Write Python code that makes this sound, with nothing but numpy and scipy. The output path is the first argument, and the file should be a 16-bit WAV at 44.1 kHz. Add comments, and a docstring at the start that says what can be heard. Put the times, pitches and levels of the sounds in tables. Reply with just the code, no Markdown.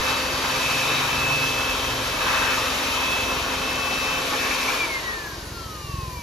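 """In an open shop front a handheld electric blower sweeps an air cooler's grille, then is switched off.
Its jet is shaped noise that roars on the slats and howls at edges, and dies with the shaft's speed.
Ten blades whine over rotor, commutator and bearing lines, all sines locked to the coasting shaft.
In the street noise rumbles, a small engine idles in low puffs that ring its exhaust,
and a motorbike goes by as three multiples of its firing rate."""
import sys
import numpy as np
from scipy import signal
from scipy.fft import rfft, irfft
from scipy.io import wavfile

SR = 44100
rng = np.random.default_rng(int(sys.argv[2]) if len(sys.argv) > 2 else 0)


def waveform_to_disk(signal):
    """Save audio, clipped to [-1, 1], as 16-bit WAV at the path in sys.argv[1]."""
    frames = np.transpose(np.atleast_2d(signal))
    scaled = np.clip(frames, -1, 1) * 32767
    samples = np.round(scaled).astype(np.int16)
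    wavfile.write(sys.argv[1], SR, samples)


N = 274302
TIME = np.arange(N) / SR   # seconds
FREQS = np.maximum(np.arange(N // 2 + 1) * SR / N, 1)   # Hz, kept above zero for the logarithm
SIDES = np.array([[1], [-1]])   # left, right
FULL_SPEED_HZ, COAST_SPEED_HZ = 261, 120   # shaft speeds at which the driven and coasting levels hold

# Difference between left and right channels. Each row: frequency in Hz, coherence 0-1 (noise only),
# phase by which the left leads in radians (used above 400 Hz), left minus right in dB.
STEREO = [(270, 1.0, 0, 0), (370, 0.75, 0.05, -1.1), (440, .85, .2, -.7), (520, 0.88, 0.3, -2.8),
          (670, .55, .8, 3.6), (730, 0.38, 0.1, 2.8), (860, .75, .1, 3), (1130, 0.84, 0, 0.6),
          (1330, 0.6, 0.5, 3.2), (1470, .3, -.1, 2), (1700, .55, -.3, 0), (1950, 0.15, -1.8, 1.8),
          (2400, 0.7, 0.4, 0), (2600, .62, .7, .5), (2850, .42, .7, 1.3), (3500, 0.52, 0.3, 2.8),
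          (4100, .66, .2, 1.3), (5100, 0.55, 0.8, 3.12), (6500, 0.67, -0.66, 1.22), (7400, .7, -2.2, 1),
          (8100, 0.99, -3.09, 0.1), (8500, .97, -3.25, 0), (9500, 0.62, -4.34, -0.2),
          (11500, 0.98, -6.27, 0.02), (13000, 0.56, -7.29, -0.03), (14400, 0.99, -9.4, 0)]


def from_db(db):
    """Level is logarithmic: 20 dB is a tenfold amplitude."""
    return 10 ** (np.asarray(db) / 20)


def rms_one(x):
    """Effective value: scale a signal to a root mean square of 1."""
    return x / np.sqrt(np.mean(x ** 2) + 1e-20)


def in_time(rows):
    """Linear interpolation of each column of a time curve at every sample."""
    seconds, *columns = np.transpose(rows)
    return [np.interp(TIME, seconds, column) for column in columns]


def in_frequency(rows):
    """Interpolation of each column of a spectrum along logarithmic frequency."""
    hz, *columns = np.transpose(rows)
    return [np.interp(np.log(FREQS), np.log(hz), column) for column in columns]


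def drift(rate_hz):
    """Random fluctuation of spread 1: white noise through a two-pole low-pass at this rate."""
    step = 40   # samples between computed points
    pole = np.exp(-2 * np.pi * rate_hz * step / SR)
    white = rng.standard_normal(N // step + 2002)
    slow = signal.lfilter([1], [1, -2 * pole, pole * pole], white)[2000:]   # settled part
    return np.interp(np.arange(N) / step, np.arange(len(slow)), rms_one(slow))


def turns(rate_hz):
    """Phase is the time integral of angular frequency."""
    return 2 * np.pi * np.cumsum(rate_hz) / SR


def tone(angle, scatter, flutter_hz):
    """Multipath interference: a direct sine of rms about 1 plus shifting reflections, unlike at each ear."""
    angle = angle + rng.uniform(0, 2 * np.pi)
    along, across = scatter * np.array([[drift(flutter_hz), drift(flutter_hz)] for _ in range(2)])
    wave = (1 + along) * np.cos(angle) + across * np.sin(angle)
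    return wave / np.sqrt(.5 + scatter ** 2)


def resonances(table):
    """Resonance: bell-shaped lifts in dB add up; one row of gains for each lift column."""
    hz, width, *lifts_db = np.transpose(table)
    detuning = 2 * (FREQS - hz[:, None]) / width[:, None]
    return from_db(np.array(lifts_db) @ (1 / (1 + detuning ** 2)))


def turbulence():
    """Partial coherence: the spectrum of white noise, shared between two ears as mid and side."""
    alike = np.clip(in_frequency(STEREO)[0], 0, .998)
    mid, side = rfft(rng.standard_normal((2, N)))
    return np.sqrt(1 + alike) * mid + np.sqrt(1 - alike) * side * SIDES


def reflections(x, echo, delays_ms, sway_ms):
    """Delayed reflection: nearby surfaces throw sound back over paths that change as the hand moves."""
    out, now = x, np.arange(N)
    sway = sway_ms * drift(0.397)
    for delay_ms in delays_ms:
        source_sample = now - (delay_ms + sway) * SR / 1000
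        out = out + echo * np.array([np.interp(source_sample, now, ear) for ear in x])
    return out / np.sqrt(1 + len(delays_ms) * echo ** 2)


def rumble():
    """Broadband street noise: a shaped random spectrum whose level rises and falls slowly."""
    # Colour. Each row: frequency in Hz, relative spectral level in dB.
    colour = [(20, -11), (48, 3), (70, -2), (120, 2), (210, -2), (370, -20), (520, -19), (1200, -25)]
    # Loudness. Each row: time in seconds, level in dB.
    traffic = [(0, -41), (.9, -43), (2.2, -40.5), (2.7, -45), (3.2, -41.5), (4.2, -40.5), (4.6, -45),
               (5.3, -43.5), (6.2, -41)]
    noise = rms_one(irfft(turbulence() * from_db(in_frequency(colour)[0]), N))
    return from_db(in_time(traffic)[0]) * noise


def motorbike():
    """Harmonics of the firing rate: they swell as it nears, then sink and dull on a shut throttle."""
    firing_hz, idle_hz, throttle_off_s, rev_down_s = 24.2, 20.9, 1.5, 1.35
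    # Multiples of the firing rate heard in the exhaust note.
    multiples = [4, 5, 6]
    # Exhaust note. Each row: time in seconds, relative levels of the 4th, 5th and 6th multiple in dB.
    note = [(0.0, -60, -58, -54), (.35, -58, -56, -46), (.47, -56, -54, -40), (.63, -56, -52, -41),
            (.73, -58, -37, -41), (.9, -54, -44, -37.5), (1.0, -48, -37, -37), (1.18, -40, -38, -38),
            (1.45, -44, -37, -35), (1.56, -46, -44, -50), (1.77, -50, -44, -54), (1.88, -50, -36.5, -52),
            (2.05, -48, -36, -52), (2.2, -50, -44, -50), (2.6, -54, -42, -54), (2.9, -60, -54, -62),
            (4.0, -68, -64, -70)]
    since = np.maximum(TIME - throttle_off_s, 0)
    firing = idle_hz + (firing_hz - idle_hz) * np.exp(-since / rev_down_s)
    angle = turns(firing * (1 + 0.0045 * drift(2.7)))
    out = 0
    for k, db in zip(multiples, in_time(note)):
        out = out + from_db(db) * tone(k * angle, scatter=0.16, flutter_hz=6)[0]   # same at both ears
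    return from_db(-3) * out


def idling_engine(uneven_db, jitter_s):
    """Impulsive excitation: each firing of one cylinder is a round puff that sets the exhaust ringing."""
    firing_hz, first_s, puff_hz = 21.42, .0135, 100   # puff_hz: spectral peak of a puff
    # Boom of the pipe, then deep ring of the silencer. Each row: frequency in Hz, width in Hz.
    exhaust = [(63, 14), (44, 6)]
    # Each row: time in seconds, relative levels of puffs, pipe boom and silencer ring in dB.
    idle = [(0.0, -48, -45, -58), (0.7, -48, -45, -60), (0.97, -54, -54, -58), (1.12, -48, -40, -57),
            (1.5, -50, -47, -48), (1.75, -48, -42, -46), (2.15, -50, -48, -46), (2.9, -49, -43, -53),
            (3.35, -46, -41.5, -50), (3.8, -47, -47, -51), (4.5, -56, -55, -53), (5.2, -53, -52, -49),
            (5.55, -42.5, -45, -48), (5.8, -41.5, -43, -64), (5.97, -37.5, -43, -62),
            (6.2, -39.5, -43, -62)]
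    count = int(N / SR * firing_hz) + 1
    strength, lateness = rng.standard_normal((count, 2)).T
    at = first_s + np.arange(count) / firing_hz + jitter_s * lateness
    nearest = np.clip(np.round((TIME - first_s) * firing_hz).astype(int), 0, count - 1)
    spread = (np.pi * puff_hz * (TIME - at[nearest])) ** 2
    puffs = from_db(uneven_db * strength[nearest]) * (2 * spread - 1) * np.exp(-spread)
    parts = [puffs]
    for hz, width in exhaust:
        parts.append(signal.lfilter(*signal.iirpeak(hz, hz / width, fs=SR), puffs))
    out = 0
    for db, part in zip(in_time(idle), parts):
        out = out + from_db(db + drift(2.5)) * rms_one(part)
    return from_db(-.5) * out


def street():
    """Long wavelengths: low traffic sounds reach both ears nearly alike."""
    return motorbike() + rumble() + idling_engine(uneven_db=2.1, jitter_s=.0011)


def shaft_speed():
    """Equation of motion: a slight sag under power, then a coast against air drag and friction."""
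    start_hz, sag_hz_per_s = 261.27, .115
    switch_off_s, current_fade_s = 4.711, .025
    drag_halves_s, friction_hz_per_s = 1.112, 10.05   # drag alone would halve the speed in this time
    driven = start_hz - sag_hz_per_s * np.minimum(TIME, switch_off_s)
    off_s = current_fade_s * np.logaddexp(0, (TIME - switch_off_s) / current_fade_s)   # soft onset
    return driven / (1 + off_s / drag_halves_s) - friction_hz_per_s * off_s


def partials(angle, coasting, lines, scatter, flutter_hz):
    """Order spectrum: shaft-locked lines move from driven to coasting level; higher ones waver more."""
    out, rate = 0, np.gradient(angle) * SR / (2 * np.pi)
    for multiple, full_db, coast_db in lines:
        audible = multiple * rate < SR / 2 * .8   # guards against aliasing
        level = from_db(full_db + (coast_db - full_db) * coasting)
        out = out + audible * level * tone(multiple * angle, scatter * np.sqrt(multiple), flutter_hz)
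    return out


def rotor(angle, coasting):
    """Forced vibration: unbalance, its overtones and the 24-bar commutator sound at turn-rate multiples."""
    # Each row: multiple of the turn rate, relative level at full speed in dB, the same coasting.
    lines = [(1, -40.3, -85), (2, -36.6, -80), (18, -63, -70), (19, -66, -69), (24, -64, -52),
             (25, -68, -65), (28, -72, -63), (34, -72, -66), (35, -66, -62), (36, -66, -62), (48, -56, -61),
             (49, -79, -68), (57, -84, -63), (60, -86, -65), (72, -65, -64), (84, -71, -74), (96, -68, -66),
             (120, -73, -67)]
    return from_db(-1.9) * partials(angle, coasting, lines, scatter=0.04, flutter_hz=5.5)


def ball_bearings(angle, coasting, halvings):
    """Amplitude modulation: ball-pass multiples, some shifted by a turn-rate sideband."""
    passes_per_turn, fade_db_per_halving = 4.371, 11   # the fade acts below half speed
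    # Each row: multiple of the ball-pass rate, sideband in turns, relative level at full speed in dB,
    # the same coasting.
    bearings = [(3, 1, -52.5, -68), (5, 0, -55, -68), (5, 1, -60, -66), (6, 0, -60, -65), (6, 1, -68, -63),
                (7, 0, -65, -57), (7, 1, -74, -60), (8, 0, -67, -62), (9, 1, -78, -61), (10, 0, -76, -63),
                (10, 1, -77, -65), (12, 0, -78, -64)]
    lines = [(k * passes_per_turn + side, *levels) for k, side, *levels in bearings]
    out = partials(angle, coasting, lines, scatter=.17, flutter_hz=9)
    return out * from_db(-fade_db_per_halving * np.maximum(halvings - 1, 0))


def upper_whines(angle):
    """Directivity: the armature's twelve slots and the blade tone's octave swell as the blower turns."""
    # Each row: time in seconds, relative level of the slot tone in dB, that of the octave in dB.
    swells = [(0, -51, -51), (.6, -50, -49), (1.1, -62, -56), (1.55, -47, -46), (1.85, -42.5, -48),
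              (2.25, -55, -52), (2.5, -53, -44), (2.8, -54, -49), (2.95, -47, -54), (3.2, -47, -56),
              (3.45, -46.5, -45.5), (3.65, -44, -46), (4.1, -46, -45.5), (4.25, -51, -54), (4.4, -50, -47),
              (4.7, -57, -58), (4.85, -58, -55), (6.2, -72, -70)]
    slots_db, octave_db = in_time(swells)
    slots = from_db(slots_db) * tone(12 * angle, scatter=.2, flutter_hz=7)
    octave = from_db(octave_db) * tone(20 * angle, scatter=.22, flutter_hz=7)
    return slots + octave


def motor(angle, coasting, halvings):
    """Source and filter: the falling lines sweep through the shell's fixed resonances and dips."""
    # Shell of the motor. Each row: frequency in Hz, width in Hz, lift in dB.
    shell = [(2335, 180, 9.5), (2720, 240, 7), (3130, 150, 3), (3500, 300, -6), (4050, 200, 3),
             (4400, 350, 6.5), (4820, 300, 7), (5180, 200, -3), (5500, 350, 7), (5850, 400, 4),
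             (7650, 300, 3), (8750, 600, 4), (9600, 300, 6), (10650, 700, 12), (12080, 500, 12),
             (13600, 900, 7), (15400, 1400, -17)]
    lines = rotor(angle, coasting) + ball_bearings(angle, coasting, halvings) + upper_whines(angle)
    ringing = irfft(rfft(lines) * resonances(shell), N)
    return reflections(ringing, echo=.2, delays_ms=[2.9, 6.7], sway_ms=.1)


def blade_whine(angle, speed, halvings):
    """Blade-pass tone: ten blades a turn, beamed between the ears and swept through the casing."""
    loss_db_per_halving = 9
    # Beam. Each row: time in seconds, level in dB before speed loss and casing, left minus right in dB,
    # phase by which the left leads in radians; the stereo table adds its own differences.
    beam = [(0.0, -43, -2, -1.3), (0.08, -31.5, -6, -.9), (0.3, -39.5, 1, -.5), (0.53, -38.5, -4, -1),
            (0.66, -32, -2, -0.29), (0.94, -33, 1, -.6), (1.04, -37, -1, -4), (1.25, -27.5, -1, 0.6),
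            (1.42, -26, -3, 0.4), (1.5, -31, -2, -0.074), (1.71, -30.5, -5, .2), (1.8, -42, 0, 1.1),
            (1.88, -32.5, -2, 0.63), (2.01, -46, 0, 0), (2.1, -40, 0, 0.5), (2.28, -32.5, 1, 1.3),
            (2.4, -31, 5, 0), (2.55, -33, 1, 0.5), (2.68, -34.5, 0, -1.2), (2.74, -46, 0, 1.7),
            (2.86, -34, 3, 1), (2.97, -33.5, 3, 1.3), (3.06, -28.5, -4, 0.9), (3.32, -31.5, -2, -0.024),
            (3.4, -38, 7, 3), (3.56, -40, 1, -0.5), (3.75, -34, 2, -1.5), (3.93, -32, 4, -1.5),
            (4.18, -32.5, 3, -2), (4.3, -51.5, 5, 2), (4.43, -34.5, 7, -.6), (4.65, -35.5, 3, -1),
            (4.71, -46, 3, -.7), (4.77, -35.5, 1, -1)]
    # Fan casing's resonances and dips. Each row: frequency in Hz, width in Hz, lift in dB.
    casing = [(2355, 110, 13), (2265, 50, -9), (2120, 170, 9), (2010, 50, -13), (1880, 260, 9.5),
              (1540, 100, -10), (1440, 80, -10), (1350, 150, 4), (1175, 35, -6), (1060, 220, 11)]
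    beam_db, balance_db, lead = in_time(beam)
    level_db = beam_db + SIDES * balance_db / 2 - loss_db_per_halving * halvings
    casing_gain = np.interp(10 * speed, FREQS, resonances(casing)[0])
    wave = tone(10 * angle + SIDES * lead / 2, scatter=0.17, flutter_hz=20)
    return from_db(level_db) * casing_gain * wave


def howls(rough_db):
    """Vortex shedding: where the jet catches a slat or frame, narrow noise bands swell and let go."""
    # Each row: centre in seconds, half length in seconds (to 1/e), frequency in Hz, width in Hz,
    # peak level in dB before the roughness.
    catches = [(.33, 0.34, 4630, 130, -39), (0.848, 0.35, 2440, 260, -32.5),
               (0.955, 0.099, 3790, 258, -32.5), (1.204, 0.028, 980, 150, -34),
               (1.315, 0.021, 1020, 120, -29), (1.65, 0.34, 3330, 300, -39), (2.354, 0.088, 1160, 260, -31),
               (2.44, 0.17, 1560, 560, -29), (2.585, 0.022, 1110, 240, -28), (2.522, .05, 2300, 140, -34.5),
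               (3.113, 0.17, 3390, 240, -37), (4.44, 0.13, 1790, 260, -32.5),
               (4.55, 0.35, 2350, 220, -33.5), (4.694, 0.042, 2320, 60, -32.5)]
    out, noise = 0, irfft(turbulence(), N)
    for s, half_length, hz, width, db in catches:
        edges_hz = [hz - width / 2, hz + width / 2]
        band = signal.sosfilt(signal.butter(2, edges_hz, "band", fs=SR, output="sos"), noise)
        swell = np.exp(-np.abs((TIME - s) / half_length) ** 3)
        out = out + from_db(db) * swell * rms_one(band)
    return out * from_db(rough_db * drift(30))


def air(halvings, coasting):
    """Jet turbulence: noise follows speed and aim; the housing's coloration shifts as the jet dies."""
    # Colour of the jet. Each row: frequency in Hz, relative spectral level in dB.
    jet = [(200, -7.5), (380, -9.5), (520, -1.5), (680, -4.5), (1120, 1), (1900, -6.5), (2400, -3.5),
           (3700, -6.5), (5000, -9.5), (7000, -9.5), (9100, -15), (12500, -17), (14000, -18), (15500, -37)]
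    # Housing and nozzle. Each row: frequency in Hz, width in Hz, lift at full speed in dB, coasting in dB.
    housing = [(335.5, 110, 4.5, 14.5), (440, 51, 4.5, 7.5), (1046, 120, -1, 7.5), (1130, 110, 1.5, 1),
               (1260, 180, -1.5, -3), (1856, 240, 2.5, 8.5), (2350, 30, 1.5, 4), (2580, 120, 3, -2),
               (2850, 32, 0.5, 9), (3035, 59, 5, 2), (3707, 39, 6, 5), (3860, 64, 4.5, 5),
               (4430, 1300, 3, 4), (5450, 280, 3.5, 0), (6080, 190, 3.5, 3)]
    # Nozzle over the grille. Each row: time in seconds, swing of the slat roar in dB, of the hiss in dB.
    aim = [(0.0, 3, -2), (0.1, 2, -0.5), (0.27, -1.5, -1.9), (0.45, 0.0, -1), (0.68, 2, 1), (0.95, 1, 0.5),
           (1.2, 1, -1), (1.42, -1.2, 0), (1.62, -0.5, -1.8), (2.12, -2, -1.2), (2.3, 4.5, -1.5),
           (2.58, 1, -0.4), (2.7, 1, 0.1), (3.1, 0, -1.5), (3.6, -1.5, -3), (4.25, -1.1, -1.5),
           (4.45, -0.5, 0.2), (4.7, 1.5, -0.5)]
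    # Edges in Hz of four bands: body rush, roar on the slats, nozzle rush, hiss.
    edges_hz = [170, 800, 2000, 4000, 18000]
    # Each row, one per band: relative level at full speed in dB, loss in dB per halving of speed,
    # share of the roar's swing, share of the hiss's swing, steady rubbing noise of the motor in dB.
    bands = [(-33.5, 14, 0.21, 0.12, -45.5), (-29, 18.5, 0.95, .05, -48), (-30, 22, 0.55, 0.51, -51),
             (-31, 21.5, 0.3, 1, -44)]
    # Flutter of the eddies in each band, rms in dB.
    eddies_db = [.5, 1.1, .65, .55]
    noise = turbulence() * from_db(in_frequency(jet)[0])
    driven, free = resonances(housing)
    roar_db, hiss_db = in_time(aim)
    out = 0
    for low, high, band, eddy_db in zip(edges_hz, edges_hz[1:], bands, eddies_db):
        full_db, loss_db, roar_share, hiss_share, rub_db = band
        zone = noise / (1 + (low / FREQS) ** 12) / (1 + (FREQS / high) ** 12)
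        driven_rush = rms_one(irfft(zone * driven, N))
        free_rush = rms_one(irfft(zone * free, N))
        rush = (1 - coasting) * driven_rush + coasting * free_rush
        aim_db = roar_share * roar_db + hiss_share * hiss_db
        jet_db = full_db - loss_db * halvings + aim_db + eddy_db * drift(16)
        out = out + rush * np.hypot(from_db(jet_db), from_db(rub_db))   # powers add
    # the cooler's face, the floor and a wall
    out = reflections(out, echo=0.16, delays_ms=[3.2, 7.7, 13.9], sway_ms=0.259)
    return from_db(-0.79) * out


def blower():
    """Common drive: air, blade whine and motor lines all follow the speed of one shaft."""
    speed = shaft_speed()
    halvings = np.log2(FULL_SPEED_HZ / speed)
    coasting = np.clip((FULL_SPEED_HZ - speed) / (FULL_SPEED_HZ - COAST_SPEED_HZ), 0, 1)
    angle = turns(speed * (1 + .00015 * drift(12)))
    whirring = motor(angle, coasting, halvings) + blade_whine(angle, speed, halvings)
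    return whirring + howls(rough_db=1.5) + air(halvings, coasting)


def scene():
    """Superposition: the street behind, the blower close by."""
    return street() + blower()


def record(dry):
    """Stereo difference and low-pass: left and right differ in phase and level; the top is cut."""
    cutoff_hz = 15650
    _, lead, balance_db = in_frequency(STEREO)
    lead = lead * (FREQS > 400)   # low frequencies stay in phase
    difference = from_db(SIDES * balance_db / 2) * np.exp(1j * SIDES * lead / 2)
    pair = irfft(rfft(dry) * difference, N)
    return signal.sosfilt(signal.ellip(12, .1, 80, cutoff_hz, fs=SR, output="sos"), pair)


dry = scene()
out = record(dry)
waveform_to_disk(out)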